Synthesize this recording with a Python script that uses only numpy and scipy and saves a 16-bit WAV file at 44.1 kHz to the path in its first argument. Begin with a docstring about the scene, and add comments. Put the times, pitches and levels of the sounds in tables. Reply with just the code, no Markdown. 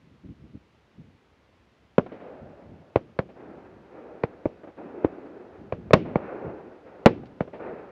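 """Shotguns on an open hillside

A line of guns fires, heard by a small camera lying low in the grass. Each blast comes as two pressure
fronts, a bank bounce and a slow ground wave, scatters off the turf and rolls back from the slopes.
The nearest gun overloads the microphone; between shots light wind bumps against it."""
import sys
import numpy as np
from scipy import signal
from scipy.fft import rfft, irfft, next_fast_len
from scipy.io import wavfile

SR = 44100
rng = np.random.default_rng(int(sys.argv[2]) if len(sys.argv) > 2 else 0)


def to_wav(sig):
    """Store sig (one row per channel, or 1-D mono) as 16-bit WAV at the path in sys.argv[1].

    Samples outside -1..1 are clipped; the rate is SR.
    """
    pcm = np.clip(np.atleast_2d(sig), -1, 1) * 32767
    pcm = np.round(pcm).astype(np.int16)
    wavfile.write(sys.argv[1], SR, pcm.T)  # frames by channels


N = 348831
TIME = np.arange(N) / SR
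CONTROL_TIME = TIME[::44]

# Camera case resonances: pitch_hz, width_hz, gain_db
CASE_MODES = [(455, 296, -0.5), (2260, 180, -10.5), (4240, 570, -10)]
# Gunshots: start_s, first_front_db, second_front_db, second_lag_ms, overpressure_ms, air_cutoff_hz,
# hollow_hz, hollow_db, bank_db, bank_lag_ms, wave_db, wave_lag_ms, wave_hz, tail_db
GUNSHOTS = [ (1.981, 0.5, 11, 1.93, 0.73, 1280, 1420, 11, -3, 14.4, -9.5, 7.2, 204, -36.5),
            (2.958, -3, 9.5, 1.9, 0.85, 1750, 2580, 9.5, -10.5, 14.6, -19.6, 10.8, 109, -41.5),
            (3.1896, -3.5, 4.5, 1.81, .42, 3500, 1770, 8, -13.5, 13.8, -20, 6.9, 135, -43.5),
            (4.2359, -2.5, 5, 1.97, 0.44, 2700, 2030, 7, -16, 15.5, -20, 7.3, 134, -48.5),
            (4.4563, 1, 1.5, 3.33, 1.36, 644, 2210, 14.5, -16, 15.1, -26, 12.5, 131, -44.5),
            (5.0452, -5.5, 5, 1.97, 1.2, 1510, 294, 6.5, -20, 8.3, -28, 12, 80, -49),
            (5.7233, -5.5, 1.1, 1.6, 0.31, 1550, 2650, 10.5, -18, 14, -24.5, 9.6, 119, -44.5),
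            (5.908, -3.5, -4.5, 1.59, 0.9, 1690, 2170, 4, -24, 15, -33, 10.5, 105, -51),
            (5.933, 8, 25.5, 1.51, 0.39, 4100, 2500, 7, 18, 6.36, -1.5, 6.3, 140, -22.5),
            (6.1568, -3.5, 7, 0.89, 0.87, 1380, 2080, 9, -3, 4.4, -14, 6.76, 160, -52),
            (7.059, 11.5, 27, 1.14, 0.38, 3420, 2280, 4, 15, 7.9, -0.5, 5.28, 226, -25.5),
            (7.4062, -8.5, 2.5, 1.31, 0.47, 1880, 1850, 8, -28, 17, -18, 6.2, 154, -43.5)]


def blasts(direct_gain=0.13, bounce_cutoff_hz=1500, wave_width_cycles=0.66):
    """Three paths per shot, dulled by distance and coloured by the case, plus a low ground wave."""
    out = np.zeros(N)
    t_ms = TIME[:2048] * 1000
    for (start_s, first_db, second_db, second_lag_ms, overpressure_ms, air_cutoff_hz,
         hollow_hz, hollow_db, bank_db, bank_lag_ms, wave_db, wave_lag_ms, wave_hz, _) in GUNSHOTS:
        first = from_db(first_db) * pressure_front(t_ms, overpressure_ms)
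        second = from_db(second_db) * pressure_front(t_ms - second_lag_ms, overpressure_ms)
        bank = from_db(bank_db) * pressure_front(t_ms - bank_lag_ms, overpressure_ms)
        pressure = cut(first + cut(second + bank, bounce_cutoff_hz, order=1), air_cutoff_hz)
        # the lie of the ground favours one band
        pressure += from_db(hollow_db) * resonate(pressure, hollow_hz, hollow_hz / 5)
        case = sum(from_db(db) * resonate(pressure, hz, width_hz) for hz, width_hz, db in CASE_MODES)
        cycles = (t_ms - wave_lag_ms) * wave_hz / 1000
        envelope = np.exp(-(cycles / wave_width_cycles) ** 2) * np.clip(2 * t_ms / wave_lag_ms, 0, 1)
        ground_wave = from_db(wave_db) * envelope * np.sin(2 * np.pi * cycles)
        at = round(start_s * SR)
        out[at:at + len(t_ms)] += ground_wave - (direct_gain * pressure + case)
    return cut(out, hz=6200, order=4)


def pressure_front(t_ms, overpressure_ms):
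    """A pressure jump that falls through zero into a longer suction."""
    jump = np.clip(t_ms * SR / 1000, 0, 1)
    return jump * (1 - t_ms / overpressure_ms) * np.exp(-np.maximum(t_ms, 0) / overpressure_ms)


# Turf scatter spectrum: freq_hz, level_db
TURF_SPECTRUM = [(40, -27.5), (150, -17), (250, 3), (400, -6.5), (520, 3), (800, -8.5), (1200, -12.5),
                 (2300, -23.5), (4000, -35.5), (7000, -55.5), (14000, -89)]


def turf_scatter(gain_db=-26.5, cutoff_ratio=2.17):
    """Tussocks throw each blast back within milliseconds; duller shots scatter duller."""
    out = np.zeros(N)
    tussocks = noise(TURF_SPECTRUM)
    for start_s, _, second_db, _, _, air_cutoff_hz, *_ in GUNSHOTS:
        t, span = shot_window(start_s)
        envelope = from_db(second_db + gain_db) * fading(t, fall_s=0.0089, rise_s=0.0019)
        out[span] += envelope * cut(tussocks[span], cutoff_ratio * air_cutoff_hz)
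    return out


# Tail rumble, middle and hiss: t60_s, level_db, spectrum (freq_hz, level_db)
TAIL_BANDS = [(0.71, -4, [(40, -13), (110, 3), (250, 4), (430, -6.5), (600, -33), (1500, -52)]),
              (0.19, 4.5, [(250, -6), (450, -2.5), (680, -6.5), (900, -19), (1300, -25.5), (3000, -41)]),
              (0.35, -18, [(700, -24.5), (1200, 5), (2600, 8), (4000, -6), (5800, -14.5), (7500, -34),
              (12000, -64)])]


def ground_tail():
    """Ground further out adds a short tail, each band dying at its own pace."""
    out = np.zeros(N)
    for t60_s, band_db, spectrum in TAIL_BANDS:
        band = noise(spectrum)
        fall_s = t60_s / np.log(1000)
        for start_s, *_, tail_db in GUNSHOTS:
            t, span = shot_window(start_s)
            out[span] += from_db(tail_db + band_db) * fading(t, fall_s, rise_s=0.0025) * band[span]
    return cut(out, hz=5900, order=6)  # grass swallows the highest treble


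def sinking_tail(start_hz=680.5, end_hz=169.9, glide_s=0.075, half_width_hz=76, gain_db=-1.5):
    """A hollow band in each tail sinks in pitch as reflections come from further out."""
    out = np.zeros(N)
    grain = rms_one(cut(rng.standard_normal((2, N)), half_width_hz))
    for start_s, *_, tail_db in GUNSHOTS:
        t, span = shot_window(start_s)
        pitch_hz = end_hz + (start_hz - end_hz) * np.exp(-t / glide_s)
        phase = 2 * np.pi * np.cumsum(pitch_hz) / SR
        band = grain[0, span] * np.cos(phase) + grain[1, span] * np.sin(phase)
        out[span] += from_db(tail_db + gain_db) * fading(t, fall_s=0.065, rise_s=0.005) * band
    return out


# Slope reflection spectrum: freq_hz, level_db
SLOPE_SPECTRUM = [(40, -19.5), (120, -8.5), (200, -1), (350, 3.5), (550, 0), (800, -5.5), (1080, -14),
                  (1400, -12), (1950, -19), (2600, -25.5), (3300, -40), (4200, -44), (6000, -64),
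                  (9000, -69.5)]
# Rolls off the slopes: start_s, level_db, treble_offset_db, swell_s, hold_s, fall_db_per_s, hollow_hz
SLOPE_ROLLS = [(2.06, -58.5, 0, .04, 0.1, 56.5, 590), (2.183, -46, -16, .03, 0.067, 19.5, 580),
               (3.318, -44.5, -13.5, 0.089, 0.067, 29, 334), (3.868, -46, -13, 0.075, 0.17, 19.5, 455),
               (4.768, -42, -14.5, 0.0083, 0.19, 30.5, 320), (4.948, -47, -11.5, 0.035, 0.35, 16, 360),
               (6.098, -37, -11.5, .16, 0.21, 49, 472), (6.83, -49.5, -10.5, 0.049, 0.26, 24, 500),
               (7.589, -38.5, -10, 0.017, 0.11, 48.5, 475)]


def hillside_rolls(split_hz=1000, hollow_mix=0.78, treble_hold_ratio=0.23, treble_fall_ratio=0.68):
    """Countless reflections from each slope merge into a roll with its own hollow pitch."""
    reflections, hollow_noise = noise(SLOPE_SPECTRUM), noise(SLOPE_SPECTRUM)
    body_power, treble_power, hollow = 0, 0, 0
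    for start_s, level_db, treble_offset_db, swell_s, hold_s, fall_db_per_s, hollow_hz in SLOPE_ROLLS:
        t = CONTROL_TIME - start_s
        level = from_db(level_db) * rolling(t, swell_s, hold_s, fall_db_per_s)
        body_power += level ** 2
        treble_shape = rolling(t, swell_s, hold_s * treble_hold_ratio, fall_db_per_s * treble_fall_ratio)
        treble_power += (from_db(level_db + treble_offset_db) * treble_shape) ** 2
        hollow += to_audio_rate(level) * rms_one(resonate(hollow_noise, hollow_hz, width_hz=150))
    body = to_audio_rate(np.sqrt(body_power)) * rms_one(cut(reflections, split_hz, order=4))
    body = (body + hollow_mix * hollow) / np.hypot(1, hollow_mix)
    hiss = cut(reflections, split_hz, "high", order=4)
    ring = 0.6 * resonate(hiss, hz=2584, width_hz=200)
    treble = to_audio_rate(np.sqrt(treble_power)) * rms_one(hiss + ring)
    return (body + treble) * flutter(rate_hz=64, depth_db=1.07)


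# Echoes off banks and tree lines: start_s, level_db, fall_s, cutoff_hz
BANK_ECHOES = [(2.062, -28, 0.0073, 4020), (2.117, -36, 0.038, 7000), (2.198, -44, 0.18, 6030),
               (3.163, -36.5, 0.0045, 1200), (3.289, -40.5, 0.023, 4000), (4.336, -37, 0.0052, 2500),
               (4.633, -36, 0.022, 2490), (4.672, -38, 0.019, 2480), (4.781, -35.5, .011, 2000),
               (6.047, -35, 0.12, 3400), (7.233, -27.5, 0.0035, 2500), (7.475, -31.5, 0.0071, 3000),
               (7.531, -32.5, 0.036, 5000)]


def echoes(rise_s=0.0024):
    """A few steep faces answer distinctly, each with its own brightness."""
    spectrum = [(100, -5.5), (300, 9.5), (600, 7), (1100, -8),
                (2500, -16), (4200, -32), (6000, -44), (9000, -77)]
    reflections = cut(noise(spectrum), 170, "high")
    out = np.zeros(N)
    for start_s, level_db, fall_s, cutoff_hz in BANK_ECHOES:
        envelope = from_db(level_db) * fading(CONTROL_TIME - start_s, fall_s, rise_s)
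        out += to_audio_rate(envelope) * cut(reflections, cutoff_hz)
    return out


# Tick spectrum: freq_hz, level_db
TICK_SPECTRUM = [(500, -4), (2500, 3), (4800, -6), (6500, -17), (10000, -36)]
# Dry ticks: start_s, level_db, fall_s
DRY_TICKS = [(7.256, -55, 0.0089), (7.269, -58, .002)]


def ticks():
    """Tiny bright clicks after the last close shot."""
    envelope = sum(from_db(level_db) * fading(TIME - start_s, fall_s, rise_s=0.0005)
                   for start_s, level_db, fall_s in DRY_TICKS)
    return envelope * noise(TICK_SPECTRUM)


# Buffeting spectrum: freq_hz, level_db
WIND_SPECTRUM = [(30, -32), (60, 0), (110, 2), (170, 2.5), (290, -2), (450, -17), (650, -28), (1200, -61),
                 (5000, -98)]
# Wind bumps: peak_s, level_db, width_s
WIND_BUMPS = [(.11, -58.5, 0.065), (.252, -40.5, 0.012), (.303, -40, 0.019), (.445, -54, 0.079),
              (.552, -46, .019), (1.0, -50, 0.022), (1.075, -55.5, 0.055), (2.46, -46, 0.055),
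              (2.72, -49.5, 0.084), (3.7, -57.5, 0.21), (5.62, -52, 0.084), (5.82, -45.5, .083),
              (6.48, -41, 0.038)]


def wind():
    """Gusts buffet the microphone in low, lumpy, bell-shaped bursts."""
    power = 0
    for peak_s, level_db, width_s in WIND_BUMPS:
        offset = np.clip((CONTROL_TIME - peak_s) / width_s, -30, 30)
        power += 2 * from_db(level_db) ** 2 / np.cosh(offset) ** 4
    return to_audio_rate(np.sqrt(power)) * noise(WIND_SPECTRUM) * flutter(rate_hz=60, depth_db=4.0)


# Open air spectrum: freq_hz, level_db
AIR_SPECTRUM = [(12, -46), (20, -20.5), (65, 11.5), (134, 4), (485, 0), (558, -2), (642, -4), (738, -4.5),
                (1060, -6), (1810, -9.5), (2020, -8.5), (2320, -11), (2670, -11), (4540, -19),
                (16000, -36.5)]


def open_air(level_db=-61.5):
    """A faint, even hiss of open air."""
    return from_db(level_db) * noise(AIR_SPECTRUM)


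def from_db(db):
    """Decibels to gain."""
    return 10 ** (np.asarray(db) / 20)


def rms_one(x):
    """Scale to unit rms."""
    return x / np.sqrt(np.mean(x ** 2) + 1e-20)


def cut(x, hz, kind="low", order=2):
    """Butterworth low- or high-pass."""
    sections = signal.butter(order, np.clip(hz, 10, SR / 2.2), kind, fs=SR, output="sos")
    return signal.sosfilt(sections, x)


def resonate(x, hz, width_hz):
    """Resonator with unit peak gain."""
    radius = np.exp(-np.pi * width_hz / SR)
    feedback = [1, -2 * radius * np.cos(2 * np.pi * hz / SR), radius ** 2]
    return signal.lfilter((1 - radius ** 2) / 2 * np.array([1, 0, -1]), feedback, x)


def noise(spectrum):
    """Unit-rms noise shaped by rows of freq_hz, level_db."""
    size = next_fast_len(N)
    freq_hz, level_db = np.transpose(spectrum)
    bins_hz = np.fft.rfftfreq(size, 1 / SR)
    gain = from_db(np.interp(np.log(bins_hz + 1), np.log(freq_hz), level_db))
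    return rms_one(irfft(rfft(rng.standard_normal(size)) * gain, size)[:N])


def flutter(rate_hz, depth_db):
    """Randomly wandering gain."""
    points = rng.standard_normal(4096)
    return from_db(depth_db * np.interp(TIME * rate_hz, np.arange(len(points)), points))


def fading(t, fall_s, rise_s):
    """Quick rise at t = 0, exponential fall."""
    t = np.maximum(t, 0)
    return (1 - np.exp(-t / rise_s)) * np.exp(-np.minimum(t / fall_s, 30))


def rolling(t, swell_s, hold_s, fall_db_per_s):
    """Swell, hold, then a steady fall in decibels."""
    return np.clip(t / swell_s, 0, 1) * from_db(-fall_db_per_s * np.maximum(t - swell_s - hold_s, 0))


def to_audio_rate(control):
    """Interpolate a slow control to every sample."""
    return np.interp(TIME, CONTROL_TIME, control)


def shot_window(start_s):
    """Local time and sample span for up to half a second after a shot."""
    at = round(start_s * SR)
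    t = TIME[:min(N - at, SR // 2)]
    return t, slice(at, at + len(t))


def scene():
    """Guns, their echoes and the wind at one microphone."""
    guns = blasts() + turf_scatter() + ground_tail() + sinking_tail()
    mix = guns + hillside_rolls() + echoes() + ticks() + cut(wind() + open_air(), 38, "high")
    return mix[None, :]


def record(dry, clip_level=0.75, low_cut_hz=25, rolloff_hz=7000, band_limit_hz=16000):
    """The microphone loses the lowest bass, flattens the loudest fronts and rounds off the treble."""
    pressure = cut(dry, low_cut_hz, "high", order=1)
    clipped = pressure / (1 + (pressure / clip_level) ** 16) ** (1 / 16)
    dipped = clipped - 0.38 * resonate(clipped, hz=8300, width_hz=2500)
    softened = cut(dipped, rolloff_hz, order=1)
    band_limit = signal.ellip(10, 0.1, 80, band_limit_hz, fs=SR, output="sos")
    return signal.sosfilt(band_limit, softened)


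dry = scene()
out = record(dry)
to_wav(out)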